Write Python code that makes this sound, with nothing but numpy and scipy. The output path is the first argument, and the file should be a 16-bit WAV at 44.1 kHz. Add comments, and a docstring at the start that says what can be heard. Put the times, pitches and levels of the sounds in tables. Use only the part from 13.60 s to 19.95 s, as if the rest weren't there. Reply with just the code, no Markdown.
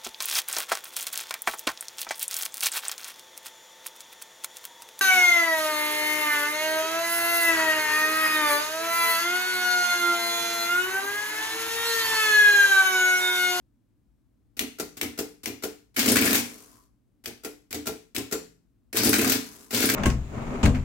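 """A small room, where an uncased electromechanical adding machine on a wooden table is heard from close by.
Two three-digit numbers are keyed in: each key snaps a pin home, then lets the pin carriage clatter one step on.
Three times the motor turns the cams, which throw racks, type bars and paper feed in the same order, then coasts.
Steel parts are noise bursts with short modes; frame and table are decaying sines driven by the same blows."""
import sys
import numpy as np
from scipy import signal
from scipy.fft import rfft, irfft, next_fast_len
from scipy.io import wavfile

SR = 44100
rng = np.random.default_rng(int(sys.argv[2]) if len(sys.argv) > 2 else 0)


def transcribe(signal):
    """Save signal, clipped to [-1, 1], as a 16-bit WAV file at the path in sys.argv[1]."""
    frames = np.atleast_2d(signal).T
    limited = np.clip(frames, -1, 1)
    pcm = np.round(limited * 32767).astype(np.int16)
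    wavfile.write(sys.argv[1], SR, pcm)


N = 280035
TIME = np.arange(N) / SR
TOP_HZ = 15900  # upper limit of steel modes and of the final band

# All levels in the event tables are relative: each source adds its own fixed gain.
# a finger lands on a key and takes up its slack: (time [s], level [dB])
FINGER_TOUCHES = [(0.967, -28.5), (1.368, -26.5), (1.832, -27), (2.342, -42.5), (3.638, -34), (4.106, -26),
                  (4.547, -20)]
# keys snap down: (time [s], level [dB], resonance [Hz], thump level [dB], resonance boost [dB])
KEY_PRESSES = [(0.9915, -14.5, 3030, -32, 5.5), (1.412, -17, 2400, -30.5, 11),
               (1.8568, -20, 2440, -33.5, 8.5), (3.6571, -24, 2610, -38, 8.5), (4.127, -23, 13100, -32, -2),
               (4.5625, -19.5, 2680, -31, 8)]
# keys come up and the carriage steps:
# (time [s], level [dB], pitch of the key's own return spring [Hz], level of that spring [dB])
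KEY_RELEASES = [(1.1967, -14, 5775, -55), (1.5872, -12.3, 5775, -47), (2.0347, -13.3, 7226, -50),
                (3.8458, -18.3, 11270, -46), (4.2680, -12, 7226, -51), (4.7231, -10.8, 7226, -34)]
# key return springs: (pitch [Hz])
RETURN_SPRINGS = [5775, 7226, 11270]
# turns of the main shaft: (clutch time [s], lead of the trip [s], duration [share of a normal turn],
# level of the steel [dB], load on the frame [dB])
SHAFT_TURNS = [(2.3925, .029, 1.0, -0.24, 0), (5.3697, .042, 0.97, -0.5, 0), (6.1457, .039, 0.872, -3, -2)]
# levers thrown by the cams on every turn: (time after the clutch in a normal turn [s], level [dB],
# resonance [Hz], thump level [dB], resonance boost [dB])
CAM_BLOWS = [(-0.011, -16, 5000, -28, -5), (-0.001, -5, 4480, -26, 1), (0.034, -13.5, 1900, -25, 10),
             (0.065, -7.5, 3500, -18.5, -1), (0.087, -13.5, 7500, -18, 4.5), (0.104, -10, 4400, -17, 5.5),
             (0.125, -5.5, 10500, -22.5, 15), (0.164, -3.5, 1650, -24.5, 11), (0.174, -3, 1950, -19, 7.5),
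             (0.195, -12.5, 2100, -26.5, 5), (0.219, -9.5, 12100, -18, 13), (0.228, -9, 2302, -17, 14),
             (0.251, -10, 2550, -20.5, -3.5), (0.283, -9, 1424, -31.5, 16.5), (0.314, -10, 5000, -25, -0.5),
             (0.336, -4.5, 14100, -25.5, 6), (0.360, -4, 13180, -24.5, 3.5), (0.395, -19, 2426, -33, 4)]
# the linkage gathers speed, works and comes to rest:
# (time after the clutch in a normal turn [s], chatter level [dB], load on the frame [dB])
LINKAGE_STROKE = [(-0.03, -31, -29.5), (-0.005, -27, -32), (0.045, -31.5, -34), (0.09, -24.5, -19.5),
                  (0.16, -34, -33), (0.25, -28.5, -22.5), (0.35, -27, -29), (0.405, -31, -25.5)]
# modes of frame and table: (frequency [Hz], decay by 60 dB before damping [s],
# level under the linkage [dB], under a key press [dB], under a key release [dB])
BODY_MODES = [(70.6, 0.31, -25, -3.5, -14.5), (83, 0.32, -15, 2, -25), (116.1, 0.36, -9.5, -2, -19.5),
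              (169.2, 1, -17.5, -11.5, -19.5), (201.4, 0.5, -6, -2.5, -16.5), (240, 0.55, 0, 5.5, -17.5),
              (267.7, 0.45, 0.5, 8.5, -17.5), (293.6, 0.47, -2.5, 8.5, -2.5), (348.7, 0.1, -7.5, 0.5, -19),
              (407.9, 0.33, -3.5, 4, -5), (435.7, 0.36, -7, 0.5, 0), (518.2, 0.29, -13, -8, -12),
              (605, 0.28, -17, -27.5, -17), (644, 0.14, -13, -6.5, -9), (732.6, 0.34, -14.5, -12, -24.5),
              (833, 0.12, -24, -35.5, -20), (1016, 0.15, -20, -15, -17), (1210, 0.26, -36, -59.5, -24.5),
              (1379, 0.099, -26.5, -36.5, -4), (1444, 0.13, -22.5, -17.5, -13.5)]
# spectrum of struck steel parts: (frequency [Hz], density [dB per Hz])
STEEL_SPECTRUM = [(250, -9), (600, 0), (1000, -2.5), (1600, -0.5), (2300, 2), (3200, -2), (4700, 0),
                  (6300, -1), (8200, -1), (10000, -4), (12500, 0), (16000, -1.5)]
# spectrum of the coasting gear teeth: (frequency [Hz], density [dB per Hz])
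GEAR_SPECTRUM = [(400, -7), (700, -4.5), (1200, -1), (2300, -7), (3500, -8), (6000, -1.5), (9500, -4),
                 (11500, -1.5), (16000, -9.5)]
# dull knock of the table top under a key: (frequency [Hz], density [dB per Hz])
WOOD_SPECTRUM = [(60, -19), (150, -12.5), (230, -1), (330, 1.5), (450, 4.5), (560, -18), (700, -9),
                 (1000, -19.5), (1400, -22), (2500, -28.5)]
# spectrum of the quiet room: (frequency [Hz], density [dB per Hz])
ROOM_SPECTRUM = [(25, -8.5), (53, -2.5), (82, -16.5), (120, -5), (160, -22.5), (200, -12.5), (285, -12.5),
                 (400, -27), (650, -34), (1200, -39.5), (2500, -45.5), (5000, -49.5), (16000, -50.5)]
# lead of the left microphone over the right: (frequency [Hz], level difference [dB])
LEFT_LEAD = [(60, 5.5), (120, 1.5), (250, -1), (600, 3), (2400, 2.5), (5000, 6), (9000, 6), (14000, 1)]
# narrow murmur of the gear train: (frequency [Hz], density [dB per Hz])
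MURMUR_SPECTRUM = [(300, -20.5), (800, -12), (1000, 12), (1200, 6.5), (1500, -8.5), (3500, -39.5)]
# bounces of the carriage after a step: (time [s], level [dB])
CARRIAGE_BOUNCES = [(0, 9.3), (.005, 6), (.013, 2.7)]

SNAP_T60_S, BLOW_T60_S, SPRING_T60_S = .011, .019, .3
SLACK_S, SLACK_DB = 0.0055, -2  # the stem meets its guide just after the finger lands
LATCH_LEAD_S, LATCH_DB = .012, -0.5  # the latch lets go just before each step
STEP_THUMP_DB, STEP_KNOCK_DB = 10.5, 11  # frame and table follow the strength of the step
SYMPATHY_DB = -35.5  # every carriage step shakes all the springs a little
TRIP_DB, TRIP_THUMP_DB = -8, -13.5  # the pawl that sets the shaft free
SCATTER_DB = 3.5  # spread in strength among the contacts of a rattle
COAST_AFTER_S, COAST_S = 0.39, .52  # cut-out after the clutch in a normal turn; time to slow to rest
COAST_DB, COAST_POWER = -44, 1.34  # gear drive at full speed, and how steeply it follows speed
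MURMUR_DB, MURMUR_SPEED, MURMUR_WIDTH = -68, 0.28, 0.14  # peak drive; centre and width [share of full speed]
MURMUR_SHARE_DB = -16  # a trace of the murmur is always in the gear noise
ROOM_T60_S, ROOM_RISE_S = 0.37, 0.00067
AMBIENCE_DB = -64.5


def undb(db):
    """Level as a logarithm of amplitude: decibels to gain."""
    return 10 ** (np.asarray(db) / 20)


def unit(x):
    """Energy normalisation: the mean energy per channel becomes one."""
    return x / np.sqrt(np.mean(np.sum(x ** 2, axis=-1)))


def fade(t, t60):
    """Exponential damping: decay by 60 dB in t60 seconds."""
    return np.exp(-np.log(1000) * t / t60)


def add(out, s, x):
    """Superposition: mix x into out from time s on."""
    i = max(int(s * SR), 0)
    n = max(min(x.shape[-1], N - i), 0)
    out[..., i:i + n] += x[..., :n]


def colour(x, points):
    """Linear filtering by (Hz, dB) points joined on a log-frequency axis."""
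    hz, db = np.transpose(points)
    n = next_fast_len(x.shape[-1])
    f = np.maximum(np.fft.rfftfreq(n, 1 / SR), 1)
    gain = undb(np.interp(np.log(f), np.log(hz), db))
    return irfft(rfft(x, n) * gain, n)[..., :x.shape[-1]]


def pair(n, likeness):
    """Partial coherence: left and right noise with the given correlation."""
    c = np.clip(likeness, 0, 1)
    return np.sqrt(c) * rng.standard_normal(n) + np.sqrt(1 - c) * rng.standard_normal((2, n))


def through(x, response):
    """Convolution: pass a signal through an impulse response."""
    return signal.fftconvolve(np.atleast_2d(x), response, axes=-1)[:, :N]


def linkage(count=90):
    """Impact excitation: a pawl trips, cams slam levers into stops, loose parts chatter, the frame rocks."""
    steel, force = np.zeros((2, N)), np.zeros(N)
    for start, lead, length, steel_db, load_db in SHAFT_TURNS:
        trip = clack(bright_hz=2100, bump_db=3.5, crack_t60=0.048, rise_s=.001)
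        add(steel, start - lead, undb(TRIP_DB) * room(trip, wet_db=2))
        add(force, start - lead, undb([TRIP_THUMP_DB]))
        for after, db, hz, thump_db, bump_db in CAM_BLOWS:
            s = start + length * after
            blow = clack(hz, bump_db, crack_t60=BLOW_T60_S, rise_s=0.0018)
            add(steel, s, undb(steel_db + db + 11) * room(blow, wet_db=-2))
            add(force, s, undb([load_db + thump_db + 22]))
    motion = stroke(order=1)
    loose = undb(-5.5) * motion * rattle(rate=430, t60=.014, spectrum=STEEL_SPECTRUM)
    moving = np.flatnonzero(motion)
    for when, pitch, size in rng.random((count, 3)):  # pawls and springs, each with its own resonance
        i = moving[int(when * len(moving))]
        clink = clack(1400 * 8 ** pitch, bump_db=11.0, crack_t60=0.044)
        add(loose, i / SR, motion[i] * undb(15.5 + 15.0 * size) * clink)
    force += stroke(order=2) * ticks(rate=300, scatter_db=5.0)
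    return steel + room(loose, wet_db=1.5), body(force, order=0, rise_s=0.0031)


def stroke(order):
    """Amplitude envelope: gain from one dB column of the stroke, once for each turn of the shaft."""
    shape = np.array(LINKAGE_STROKE)
    gain = 0
    for s, _, length, *dbs in SHAFT_TURNS:
        after = (TIME - s) / length
        db = np.interp(after, shape[:, 0], shape[:, order], left=-np.inf, right=-np.inf)
        gain = gain + undb(dbs[order - 1] + db)
    return gain


def keys():
    """Impact and free vibration: keys tick, snap and bottom out; latch, carriage and springs answer release."""
    steel, thuds, press, release = np.zeros((2, N)), np.zeros((2, N)), np.zeros(N), np.zeros(N)
    t = np.arange(SR // 2) / SR
    for s, db in FINGER_TOUCHES:
        for delay, contact_db in [(0, 0), (SLACK_S, SLACK_DB)]:
            tick = clack(bright_hz=6000, bump_db=-1, crack_t60=0.088, rise_s=0.0016)
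            add(steel, s + delay, undb(db + contact_db + 13.0) * room(tick, wet_db=-5))
        add(press, s, undb([db + 9.5]))
    for s, db, hz, thump_db, bump_db in KEY_PRESSES:
        snap = clack(hz, bump_db, crack_t60=SNAP_T60_S, ring_db=-5, ring_t60=0.047, count=120)
        add(steel, s + .0005, undb(db + 18.5) * room(snap, wet_db=-3.5))
        bottom = clack(hz, bump_db=-2.5, crack_t60=0.051, rise_s=.002)
        add(steel, s + .016, undb(thump_db + 26.0) * room(bottom, wet_db=-1.5))
        add(press, s + .011, push(thump_db + 28.5))
        add(thuds, s + .008, undb(thump_db + 26.5) * knock())
    for s, db, spring_hz, spring_db in KEY_RELEASES:
        latch = clack(bright_hz=5000, bump_db=0.5, crack_t60=0.07, rise_s=0.0016)
        add(steel, s - LATCH_LEAD_S, undb(db + LATCH_DB) * room(latch, wet_db=-1))
        add(release, s - LATCH_LEAD_S, undb([db - 2.5]))
        for delay, bounce_db in CARRIAGE_BOUNCES:
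            bounce = clack(bright_hz=7930, bump_db=1.5, crack_t60=0.025, rise_s=0.0017)
            add(steel, s + delay, undb(db + bounce_db) * room(bounce, wet_db=-4.0))
        add(release, s, push(db + STEP_THUMP_DB))
        add(thuds, s, undb(db + STEP_KNOCK_DB) * knock())
        for hz in RETURN_SPRINGS:
            ping_db = spring_db if hz == spring_hz else db + SYMPATHY_DB
            ping = np.sin(2 * np.pi * hz * t + np.array([[0], [1]]))  # 1 rad between left and right
            add(steel, s, undb(ping_db) * fade(t, SPRING_T60_S) * ping)
    boom = body(press, order=1, rise_s=0.0068) + body(release, order=2, rise_s=0.0033)
    return steel, thuds + boom


def push(db, bounce_db=-7, bounce_s=.03, count=5):
    """Impulsive force on the frame: one blow and a few random rebounds, which colour each knock differently."""
    force = np.zeros(SR // 10)
    force[0] = 1
    when = (rng.random(count) * bounce_s * SR).astype(int)
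    force[when] += undb(bounce_db) * rng.choice([-1, 1], count)
    return undb(db) * unit(force)


def knock(t60=0.26, rise_s=0.0027):
    """High modal density: the table top's many close modes merge into a thud of decaying noise."""
    t = np.arange(SR // 3) / SR
    wood = colour(pair(len(t), likeness=0.84), WOOD_SPECTRUM)
    return unit(wood * fade(t, t60) * (1 - np.exp(-t / rise_s)))


def clack(bright_hz, bump_db, crack_t60, rise_s=0.00039, ring_db=-7, ring_t60=0.062, count=70):
    """Struck-bar vibration: one small steel part gives a crack and a short ring of its own close modes."""
    t = np.arange(SR // 20) / SR
    hz = np.exp(rng.uniform(np.log(1200), np.log(TOP_HZ), (count, 1)))
    phase = rng.uniform(0, 2 * np.pi, (2, count, 1))
    # sqrt(hz) offsets the log spacing, for even energy per Hz
    ring = np.sum(np.sqrt(hz) * np.sin(2 * np.pi * hz * t + phase), axis=1) * fade(t, ring_t60)
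    crack = pair(len(t), likeness=0.078) * fade(t, crack_t60)
    hit = (unit(crack) + undb(ring_db) * unit(ring)) * (1 - np.exp(-t / rise_s))
    hit = np.pad(hit, ((0, 0), (SR // 2000, 0)))  # 0.5 ms of silence first
    spectrum = []
    for f, db in STEEL_SPECTRUM:
        octaves = np.log2(f / bright_hz)
        spectrum.append((f, db + bump_db * np.exp(-(octaves / .5) ** 2)))
    return unit(colour(hit, spectrum))


def coasting():
    """Speed-dependent excitation: slowing gears give a dry rustle, a low murmur and a rumble in the frame."""
    speed = np.zeros(N)  # share of full speed
    for s, _, length, *_ in SHAFT_TURNS:
        speed += np.interp(TIME - s - length * COAST_AFTER_S, [0, COAST_S], [1, 0], left=0)
    turning = undb(COAST_DB) * speed ** COAST_POWER
    teeth = turning * rattle(rate=920, t60=0.0083, spectrum=GEAR_SPECTRUM)
    # the gear train murmurs most as it passes one speed
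    passing = (speed > 0) * np.exp(-((speed - MURMUR_SPEED) / MURMUR_WIDTH) ** 2)
    swell = undb(MURMUR_SHARE_DB) * turning + undb(MURMUR_DB) * passing
    murmur = swell * rattle(rate=420, t60=0.023, spectrum=MURMUR_SPECTRUM)
    rumble = body(undb(-4.5) * turning * ticks(rate=270, scatter_db=2), order=0, rise_s=0.0018)
    return teeth + murmur + rumble


def rattle(rate, t60, spectrum):
    """Superposed random impacts: noise follows the summed power of many brief contacts, rms 1."""
    decay = fade(np.arange(SR // 20) / SR, t60)[None]
    power = through(ticks(rate, SCATTER_DB) ** 2, decay ** 2)
    return np.sqrt(N) * unit(colour(np.sqrt(np.abs(power)) * pair(N, likeness=0.19), spectrum))


def ticks(rate, scatter_db):
    """Poisson-like impulses: random contacts per second of uneven strength and either sign, rms 1."""
    contact = rng.random(N) < rate / SR
    strength = undb(scatter_db * rng.standard_normal(N))
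    return unit(contact * strength * rng.choice([-1, 1], N)) * np.sqrt(N)


def body(force, order, rise_s):
    """Modal superposition: frame and table ring, and the boom builds as the blow spreads through the wood."""
    t = np.arange(SR // 2) / SR
    response = 0
    for k, (hz, t60, *dbs) in enumerate(BODY_MODES):
        # higher modes differ more in phase between the ears
        apart = min(hz / 1100, 1.2) * rng.choice([-1, 1]) * np.array([[.5], [-.5]])
        envelope = fade(t, 0.66 * t60) * (1 - np.exp(-t / rise_s))
        mode = np.sin(2 * np.pi * hz * t + k * k + apart) * envelope
        response = response + undb(dbs[order]) * unit(mode)
    return through(force, unit(response))


def room(x, wet_db):
    """Reverberation from table, walls and curtains, drawn anew for each sound; the top dies sooner."""
    t = np.arange(SR // 2) / SR
    noise = pair(len(t), likeness=0.023)
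    top = signal.sosfilt(signal.butter(1, 7000, "high", fs=SR, output="sos"), noise)
    tail = (noise - top) * fade(t, ROOM_T60_S) + top * fade(t, 0.5 * ROOM_T60_S)
    tail = tail * (1 - np.exp(-t / ROOM_RISE_S))
    out = undb(wet_db) * through(x, unit(tail))
    add(out, 0, x)  # direct sound
    return out


def ambience():
    """Stationary background noise: a faint low rumble fills the room."""
    return undb(AMBIENCE_DB) * np.sqrt(N) * unit(colour(pair(N, likeness=0.46), ROOM_SPECTRUM))


def balance(x):
    """Interchannel level difference: half of the lead raises the left, half lowers the right."""
    sides = []
    for side, sign in zip(x, (1, -1)):
        sides.append(colour(side, [(hz, sign * db / 2) for hz, db in LEFT_LEAD]))
    return np.array(sides)


def scene():
    """Linear superposition of keys, linkage and gears in the room, with the background and stereo balance."""
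    key_steel, key_boom = keys()
    lever_steel, lever_boom = linkage()
    gears = room(undb(-3.0) * coasting(), wet_db=-5.5)
    boom = room(key_boom + lever_boom, wet_db=-13)
    return balance(key_steel + lever_steel + gears + boom + ambience())


def record(dry):
    """Band limitation: the microphones lose the deepest bass, and the recorder cuts the top steeply."""
    thin = signal.sosfilt(signal.butter(3, 40, "high", fs=SR, output="sos"), dry)
    return signal.sosfilt(signal.ellip(10, .2, 80, TOP_HZ, fs=SR, output="sos"), thin)


dry = scene()
out = record(dry)
transcribe(out)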